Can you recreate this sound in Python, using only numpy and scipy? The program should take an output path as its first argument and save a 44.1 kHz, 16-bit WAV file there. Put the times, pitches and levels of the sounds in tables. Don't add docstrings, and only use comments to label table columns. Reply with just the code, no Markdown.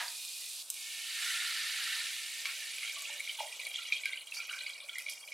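import sys
import numpy as np
from scipy import signal
from scipy.fft import rfft, irfft, next_fast_len
from scipy.io import wavfile
from scipy.ndimage import uniform_filter1d, map_coordinates

SR = 44100
rng = np.random.default_rng(int(sys.argv[2]) if len(sys.argv) > 2 else 0)


def waveform_to_disk(signal):
    frames = np.transpose(np.atleast_2d(signal))
    scaled = np.clip(frames, -1, 1) * 32767
    samples = np.round(scaled).astype(np.int16)
    wavfile.write(sys.argv[1], SR, samples)


N = 235229
TIME = np.arange(N) / SR
LANDING_S = 0.708
COVERING_S = 0.3
SURGE_ATTACK_S, SURGE_RELEASE_S = 0.007, 0.026


def from_db(db):
    return 10 ** (np.asarray(db) / 20)


def in_time(curve):
    seconds, levels = np.transpose(curve)
    return np.interp(TIME, seconds, levels)


def at_hz(points, hz):
    known_hz, db = np.transpose(points)
    octaves, known = np.log2(np.maximum(hz, 1)), np.log2(known_hz)
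    outside = np.abs(octaves - np.clip(octaves, known[0], known[-1]))
    return from_db(np.interp(octaves, known, db) - 60 * outside)


def coloured(x, points):
    size = next_fast_len(N)
    hz = np.arange(size // 2 + 1) * SR / size
    return irfft(rfft(x, size) * at_hz(points, hz), size)[..., :N]


def band(x, low_hz, high_hz, order=2):
    sos = signal.butter(order, [low_hz, high_hz], "band", fs=SR, output="sos")
    return signal.sosfilt(sos, x)


def resonate(x, hz, width_hz):
    r = np.exp(-np.pi * width_hz / SR)
    feed = np.array([1, 0, -1]) * (1 - r * r) / 2
    poles = [1, -2 * r * np.cos(2 * np.pi * hz / SR), r * r]
    return signal.lfilter(feed, poles, x + 1e-18)


def noise_ring(hz, width_hz):
    ring = resonate(resonate(rng.standard_normal(N), hz, width_hz), hz, width_hz)
    return ring / ring.std()


def lifted(x, modes):
    return x + sum((from_db(db) - 1) * resonate(x, hz, width) for hz, width, db in modes)


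def steady(x, span_s=0.072):
    power = uniform_filter1d(x.mean(axis=0) ** 2, int(span_s * SR), mode="reflect")
    return x / np.sqrt(np.maximum(power, 1e-3 * power.mean()))


def add(out, s, sound):
    start = max(round(s * SR), 0)
    part = sound[..., :max(N - start, 0)]
    out[..., start:start + part.shape[-1]] += part


def swell(s, hold_s, release_s):
    age = np.maximum(TIME - s, 0)
    return (1 - np.exp(-age / SURGE_ATTACK_S)) * np.exp(-np.maximum(age - hold_s, 0) / release_s)


def drift(per_s):
    steps = rng.standard_normal(SR)
    return np.interp(TIME * per_s, np.arange(SR), steps)


def kitchen(x, wet_db, near_s=0.0042, near_db=7):
    t60_s, apart_hz = 0.26, 13500
    t = TIME[:SR // 2]
    near = 1 + from_db(near_db) * np.exp(-t / near_s)
    fade = from_db(-60 * t / t60_s) * near * (t > 0.0015)
    mid, side = rng.standard_normal((2, len(t))) * fade / np.linalg.norm(fade)
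    side = signal.lfilter(*signal.butter(1, apart_hz, "high", fs=SR), side)
    wet = signal.fftconvolve(np.atleast_2d(x), [mid + side, mid - side], axes=1)[:, :N]
    return x + from_db(wet_db) * wet


def wall_echo(x, echo_db):
    lag = int(0.00307 * SR)
    return x + from_db(echo_db) * np.pad(x, ((0, 0), (lag, 0)))[:, :N]


def cavity(x):
    # (centre [Hz], width [Hz], level [dB])
    air_modes = [(1464, 110, -7.5), (1783, 47, 6.5), (2270, 350, 4.5), (2885, 460, 4.5), (3690, 230, 1.5)]
    return lifted(x, air_modes)


def hollow(x):
    # (centre [Hz], width [Hz], level [dB])
    air_modes = [(2020, 40, -6), (2373, 326, 0.5), (2872, 90, 3), (3240, 150, 4.5), (3614, 190, -0.5),
                 (3910, 290, -2)]
    return sum(from_db(db) * resonate(x, hz, width) for hz, width, db in air_modes)


def wall_ring(x):
    # (centre [Hz], width [Hz], level [dB])
    metal_modes = [(584, 19, 6.5), (1567, 27, -2), (1816, 24, 4.5)]
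    return from_db(-0.5) * lifted(x, metal_modes)


def deepening(x):
    # (centre [Hz], width [Hz], level [dB])
    deep_modes = [(1740, 130, -9), (2144, 64, -14), (2790, 46, -6), (3460, 76, -10), (3740, 70, -7),
                  (4450, 100, -17), (4558, 50, 9)]
    half_deep_s = 3.8
    deep = x
    for hz, width, db in deep_modes:
        deep = deep + (from_db(db) - 1) * resonate(deep, hz, width)
    return x + (deep - x) / (1 + np.exp((half_deep_s - TIME) / COVERING_S))


def hollowed(hiss):
    # (time [s], half length [s], centre [Hz], half width [Hz], depth [dB])
    lulls = [(.82, 0.2, 2020, 116, -18), (4.207, 0.083, 5650, 1100, -6), (4.82, 0.055, 6430, 1100, -10),
             (4.989, .075, 2700, 140, -21)]
    size = next_fast_len(N)
    hz, spectrum = np.arange(size // 2 + 1) * SR / size, rfft(hiss, size)
    for s, half_s, centre_hz, width_hz, db in lulls:
        middle = irfft(spectrum * np.exp(-((hz - centre_hz) / width_hz) ** 4), size)[:, :N]
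        dip = from_db(db * np.exp(-((TIME - s) / half_s) ** 2))
        hiss = hiss + middle * (dip - 1)
    return hiss


def sloshing(x, swing=0.04, per_s=15):
    position = np.cumsum(1 + swing * np.sin(per_s * 2 * TIME + drift(per_s)))
    return np.array([map_coordinates(channel, [position], order=2, mode="mirror") for channel in x])


def bubbles(colour, per_s, cycles, spread_db, scatter_db, wet_db, count=14, groups=4, body=cavity):
    out, low_hz, high_hz = 0, colour[0][0], colour[-1][0]
    for side in np.linspace(-1, 1, groups):
        born = np.flatnonzero(rng.random(N) < per_s / groups / SR)
        loudness_db = spread_db * np.minimum(rng.exponential(1, len(born)), 4.5)
        strengths = from_db(loudness_db) * rng.choice([-1, 1], len(born))
        dealt, group = rng.integers(0, count, len(born)), 0
        pitches = low_hz * (high_hz / low_hz) ** ((np.arange(count) + rng.random(count)) / count)
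        for k, hz in enumerate(pitches):
            clicks = np.zeros(N)
            clicks[born] = strengths * (dealt == k)
            group += resonate(clicks, hz, np.log(1000) / np.pi * hz / cycles)
        out += kitchen(group, wet_db) * from_db(scatter_db * side * np.array([[1], [-1]]))
    return steady(coloured(body(sloshing(out)), colour))


def bubble_tone(hz, swell_cycles, rise):
    t = TIME[:SR // 10]
    age = t * hz / swell_cycles
    pitch = hz * (1 + rise * np.tanh((age - 1) / 2))
    return age ** 2 * np.exp(1 - age ** 2) * np.sin(2 * np.pi * np.cumsum(pitch) / SR)


def kitchen_hush():
    # (frequency [Hz], level [dB])
    hush_colour = [(30, -20), (70, -15.5), (165, -3.5), (220, -3.5), (700, 8.5), (1500, 9), (4000, -20.5)]
    hush = coloured(rng.standard_normal(N), hush_colour)
    return from_db(-69) * hush / hush.std()


def knock(ring_t60_s=0.31, attack_s=0.00019):
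    # (centre [Hz], width [Hz], level [dB])
    pan_modes = [(678, 190, -49), (940, 120, -43.5), (1236, 89, -47), (1750, 640, -37.5), (2270, 3100, -39)]
    clatter = sum(from_db(db) * noise_ring(hz, width) for hz, width, db in pan_modes)
    return clatter * from_db(-60 * TIME / ring_t60_s) * (1 - np.exp(-TIME / attack_s))


def frying():
    # (frequency [Hz], level [dB])
    fry_colour = [(1700, -21), (2200, -16), (2460, -9), (2700, -7), (3050, -9.5), (3900, 0), (5000, -3.5),
                  (6200, -6), (8500, -2.5), (11500, -6.5), (15500, -15.5)]
    drop_s, drop_db, low_cut_db, low_hz = 0.626, -5, -4, 4500
    crackle = bubbles(fry_colour, 9000, cycles=4.5, spread_db=3.0, scatter_db=2.0, wet_db=-1.5, groups=3)
    thin = coloured(crackle, [(20, low_cut_db), (low_hz, low_cut_db), (2 * low_hz, 0), (SR / 2, 0)])
    quench = np.exp(-np.maximum(TIME - LANDING_S, 0) / 0.89)
    return np.where(TIME < drop_s, crackle, from_db(drop_db) * thin) * from_db(-43.5) * quench


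def steam():
    # (time [s], length [s], pitch [Hz], level [dB])
    whistles = [(0.085, 0.41, 2466, -57.5), (0.387, 0.095, 1990, -65), (0.832, 0.26, 1815, -60),
                (1.244, 0.24, 1420, -53), (2.15, 0.35, 1823, -56), (2.593, 0.072, 1797, -52),
                (3.08, 0.095, 1810, -53), (4.05, 0.097, 1550, -58.5), (4.49, 0.078, 1560, -52.5),
                (4.955, .05, 2020, -52.5)]
    out = 0
    for s, length, hz, db in whistles:
        out += from_db(db) * swell(s, length, SURGE_RELEASE_S) * noise_ring(hz, width_hz=110)
    return out


def spits(trim_db=0.5, snap_s=0.001):
    # (time [s], level before trim [dB], weight of the low part [dB])
    snaps = [(0.25, -32, 1), (0.702, -19, -9.5), (.742, -30.5, 0), (3.021, -28, -17.5), (3.6688, -30, -4),
             (4.0563, -31.5, -3), (4.3471, -29, 8), (4.9839, -28.5, -10), (5.0976, -26, 4)]
    out, t = np.zeros(N), TIME[:SR // 50]
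    for s, db, weight_db in snaps:
        high, low = rng.standard_normal((2, len(t))) * np.exp(-t / snap_s)
        snap = band(high, 7400, 11800) + from_db(weight_db) * band(low, 3100, 5500)
        add(out, s, from_db(db + trim_db) * snap / np.abs(snap).max())
    return kitchen(out, wet_db=-4)


def slap():
    click = np.arange(N) == round(2.4554 * SR)
    crack = band(click + 1e-18, 1450, 5200, order=4)
    return kitchen(from_db(-20) * crack / np.abs(crack).max(), wet_db=-2)


def gulps(glug_db=-17, glug_s=0.00475):
    # (time [s], level [dB], pitch [Hz], time to swell [cycles])
    pockets = [(2.449, -49, 1105, 12), (2.962, -46.5, 1125, 8.4), (2.966, -54, 654, 4.7),
               (3.015, -55, 1137, 8.8), (3.095, -51, 880, 3.4), (3.384, -47, 890, 5.9),
               (3.402, -31.5, 892, 2.9), (3.403, -37.5, 654, 4.4), (3.432, -44.5, 780, 3.2),
               (3.667, -49.5, 700, 3.1), (3.787, -44.5, 1381, 8), (4.057, -39.5, 1554, 8.8),
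               (4.389, -45.5, 1387, 9.7), (4.509, -37, 1474, 7.2), (4.89, -49, 1454, 9.7)]
    out, t = np.zeros(N), TIME[:SR // 10]
    for s, db, hz, cycles in pockets:
        glug = band(rng.standard_normal(len(t)), hz * 0.69, hz * 1.64, order=3)
        glug = from_db(glug_db) * glug / glug.std() * np.exp(-t / glug_s)
        add(out, s, from_db(db) * (bubble_tone(hz, cycles, rise=0.021) + glug))
    return kitchen(out, wet_db=1.0, near_db=3)


def plinks(trim_db=-0.84, splash_db=-16, splash_s=0.019, pop_db=-9.5, pop_s=0.0024):
    # (time [s], level before trim [dB], pitch [Hz])
    single_bubbles = [(.081, -30, 4580), (2.4541, -26.5, 2316), (2.7823, -32, 2358), (2.8295, -30, 2160),
                      (2.8479, -32, 2250), (2.8751, -32, 2350), (2.8953, -30, 2290), (3.053, -32, 2600),
                      (3.2025, -27, 2250), (3.274, -29.5, 2310), (3.2936, -26, 3080), (3.388, -32, 3200),
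                      (3.5979, -29.5, 2395), (3.666, -30.5, 2300), (3.7415, -32, 3230),
                      (3.7575, -25.5, 3278), (3.9215, -15.5, 2394), (4.0338, -26.5, 2335),
                      (4.055, -20.5, 2270), (4.1308, -25.5, 2170), (4.173, -29.5, 2904),
                      (4.3206, -28.5, 2620), (4.4011, -27, 2396), (4.4956, -29, 2875),
                      (4.5448, -33.5, 2360), (4.588, -33, 4000), (4.663, -26.5, 2255), (4.667, -35, 4700),
                      (4.6784, -36, 2350), (4.781, -37, 2380), (4.8935, -28.5, 3320), (4.9546, -28.5, 2050),
                      (4.9819, -28.5, 2140), (4.9991, -34, 2470), (5.063, -27, 2296), (5.0845, -27.5, 2340),
                      (5.275, -37, 2390), (5.319, -31, 2270)]
    out, t = np.zeros(N), TIME[:SR // 10]
    for s, db, hz in single_bubbles:
        splash = band(rng.laplace(size=len(t)), 2960, 4900)
        splash = splash * np.exp(-t / splash_s) * (1 - np.exp(-t / pop_s))
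        pop = band(rng.standard_normal(len(t)), 1800, 5500) * t / pop_s * np.exp(1 - t / pop_s)
        ringing = hollow(from_db(splash_db) * splash + from_db(pop_db) * pop)
        tone = bubble_tone(hz, swell_cycles=6.6, rise=0.018)
        add(out, s, from_db(db + trim_db) * (tone + ringing))
    return kitchen(out, wet_db=-5, near_db=0)


def surges(big_release_s=0.045):
    # (time [s], length [s], level [dB], weight of the bigger bubbles [dB])
    clouds = [(2.452, 0.055, -43.5, -7), (2.807, 0.08, -45, -10), (3.047, 0.1, -45.5, -19),
              (3.267, 0.044, -43.5, -21), (3.377, 0.027, -41, -21), (3.601, 0.081, -45.5, -41),
              (3.729, .15, -43.5, -29), (3.908, 0.079, -39.5, -30), (4.048, 0.13, -45, -26),
              (4.33, 0.095, -45.5, -14.5), (4.482, 0.14, -45, -10.5), (4.661, 0.032, -44, -23),
              (4.879, 0.12, -52, -10), (5.078, 0.028, -43, -24.5)]
    small = sum(from_db(db) * swell(s, length, SURGE_RELEASE_S) for s, length, db, _ in clouds)
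    big = sum(from_db(db + weight_db) * swell(s, length, big_release_s) for s, length, db, weight_db in clouds)
    return small, big


def small_bubbles(per_s, covered):
    # (frequency [Hz], level [dB])
    boil_colour = [(2160, 4.5), (2280, 3), (3000, 0.5), (3900, 3.5), (4700, 1), (5400, -6)]
    pool_colour = [(1930, -4), (2200, 3), (3000, -3), (5000, -8.5)]
    boil = bubbles(boil_colour, per_s * 0.7, cycles=11.7, spread_db=4.5, scatter_db=1, wet_db=1.5, count=10)
    pool = bubbles(pool_colour, per_s * 0.36, cycles=38, spread_db=3.0, scatter_db=1.7, wet_db=-2.5,
                   groups=2, body=hollow)
    return from_db(-0.1) * np.sqrt(1 - covered) * boil + from_db(-2.04) * np.sqrt(covered) * pool


def middling_bubbles(per_s):
    # (frequency [Hz], level [dB])
    middling_colour = [(1600, -2.5), (1800, 0.43), (2100, 2)]
    return bubbles(middling_colour, per_s * 0.1, cycles=28, spread_db=3.5, scatter_db=0.5, wet_db=5.5,
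                   count=3, groups=2)


def large_bubbles(per_s):
    # (frequency [Hz], level [dB])
    large_colour = [(780, -21), (920, -16.5), (1030, -21), (1220, -14), (1380, 0), (1490, -4.5), (1590, 6)]
    return bubbles(large_colour, per_s * 0.12, cycles=51, spread_db=4.5, scatter_db=1.0, wet_db=2.0,
                   count=6, groups=2)


def spray(per_s):
    # (frequency [Hz], level [dB])
    spray_colour = [(4500, -2), (5500, 0), (8500, 0.5), (11000, -4), (15800, -16)]
    shower_colour = [(4300, 11.5), (7200, 0.5), (8500, 0), (15800, 3)]
    # (time [s], level [dB])
    spray_curve = [(.75, -48), (1.12, -46), (1.26, -40.5), (1.55, -44), (2.0, -43.5), (2.25, -46),
                   (2.9, -47), (3.25, -49.5), (3.95, -52), (4.22, -55.5), (4.6, -53), (4.83, -55.5),
                   (5.3, -55)]
    splashes = [(3.39, -49.5), (3.915, -52), (4.337, -44.5), (4.515, -51.5), (4.979, -50.5), (5.09, -45)]
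    trim_db, shower_s = 0.5, 0.045
    ticking = bubbles(spray_colour, per_s * 1.8, cycles=23.7, spread_db=4.5, scatter_db=1.5, wet_db=2, count=10)
    ticking = wall_echo(ticking, echo_db=-16.5)
    showers = sum(from_db(db) * swell(s, SURGE_ATTACK_S, shower_s) for s, db in splashes)
    shower_drops = coloured(np.roll(ticking, SR // 2, axis=1), shower_colour)
    return ticking * from_db(trim_db + in_time(spray_curve)) + shower_drops * showers


def churn(trim_db=1, uneven_db=4.5):
    # (frequency [Hz], level [dB])
    churn_colour = [(240, -18.5), (420, -10), (590, 2), (730, -1.5), (1150, 0)]
    # (time [s], level [dB])
    churn_curve = [(.75, -96), (1.35, -83), (2.92, -78), (3.11, -67), (3.27, -71.5), (5.0, -71.5),
                   (5.25, -72.5)]
    rumble = bubbles(churn_colour, 450, cycles=16, spread_db=3, scatter_db=0.4, wet_db=-2, groups=2)
    return rumble * from_db(in_time(churn_curve) + trim_db + uneven_db * drift(12))


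def pour():
    # (time [s], level [dB])
    vigour = [(.75, -48.5), (.89, -44.5), (1.05, -42.5), (1.28, -37), (1.75, -38.5), (1.93, -37),
              (2.25, -43), (2.85, -42.5), (3.5, -45), (3.95, -43), (4.25, -50), (4.62, -42.5),
              (4.82, -47.5), (5.28, -52)]
    hot_per_s, cool_per_s, half_covered_s = 11500, 720, 2.85
    surge_per_s, surge_full_db = 450, -42
    vigour_db = in_time(vigour)
    covered = 1 / (1 + np.exp((half_covered_s - TIME) / COVERING_S))
    small_surge, big_surge = surges()
    per_s = hot_per_s ** (1 - covered) * cool_per_s ** covered
    per_s = per_s + surge_per_s * small_surge / from_db(surge_full_db)

    drive_db, damped_db = vigour_db + 37.5, -3 * covered
    middling_level = from_db(-44 + 2.45 * drive_db + damped_db)
    large_level = from_db(-49.5 + 2.8 * drive_db + damped_db)

    water = small_bubbles(per_s, covered) * np.hypot(from_db(vigour_db), small_surge)
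    middling = middling_bubbles(per_s) * np.sqrt(1 - covered)
    water += middling * np.hypot(middling_level, from_db(-2.5) * big_surge)
    water += large_bubbles(per_s) * np.hypot(large_level, from_db(-2) * big_surge)
    water += spray(per_s) + churn()
    landing_rise_s = 0.06
    return water * np.clip((TIME - LANDING_S) / landing_rise_s, 0, 1)


def scene(balance_db=0.6):
    hush = kitchen_hush()
    water = deepening(wall_ring(pour() + plinks() + gulps() + slap()))
    pan = hollowed(frying() + water) + steam() + knock() + spits()
    return pan * from_db(balance_db * np.array([[-1], [1]])) + hush


def record(dry):
    cutoff_hz = 15900
    return signal.sosfilt(signal.ellip(12, 0.2, 80, cutoff_hz, fs=SR, output="sos"), dry)


dry = scene()
out = record(dry)
waveform_to_disk(out)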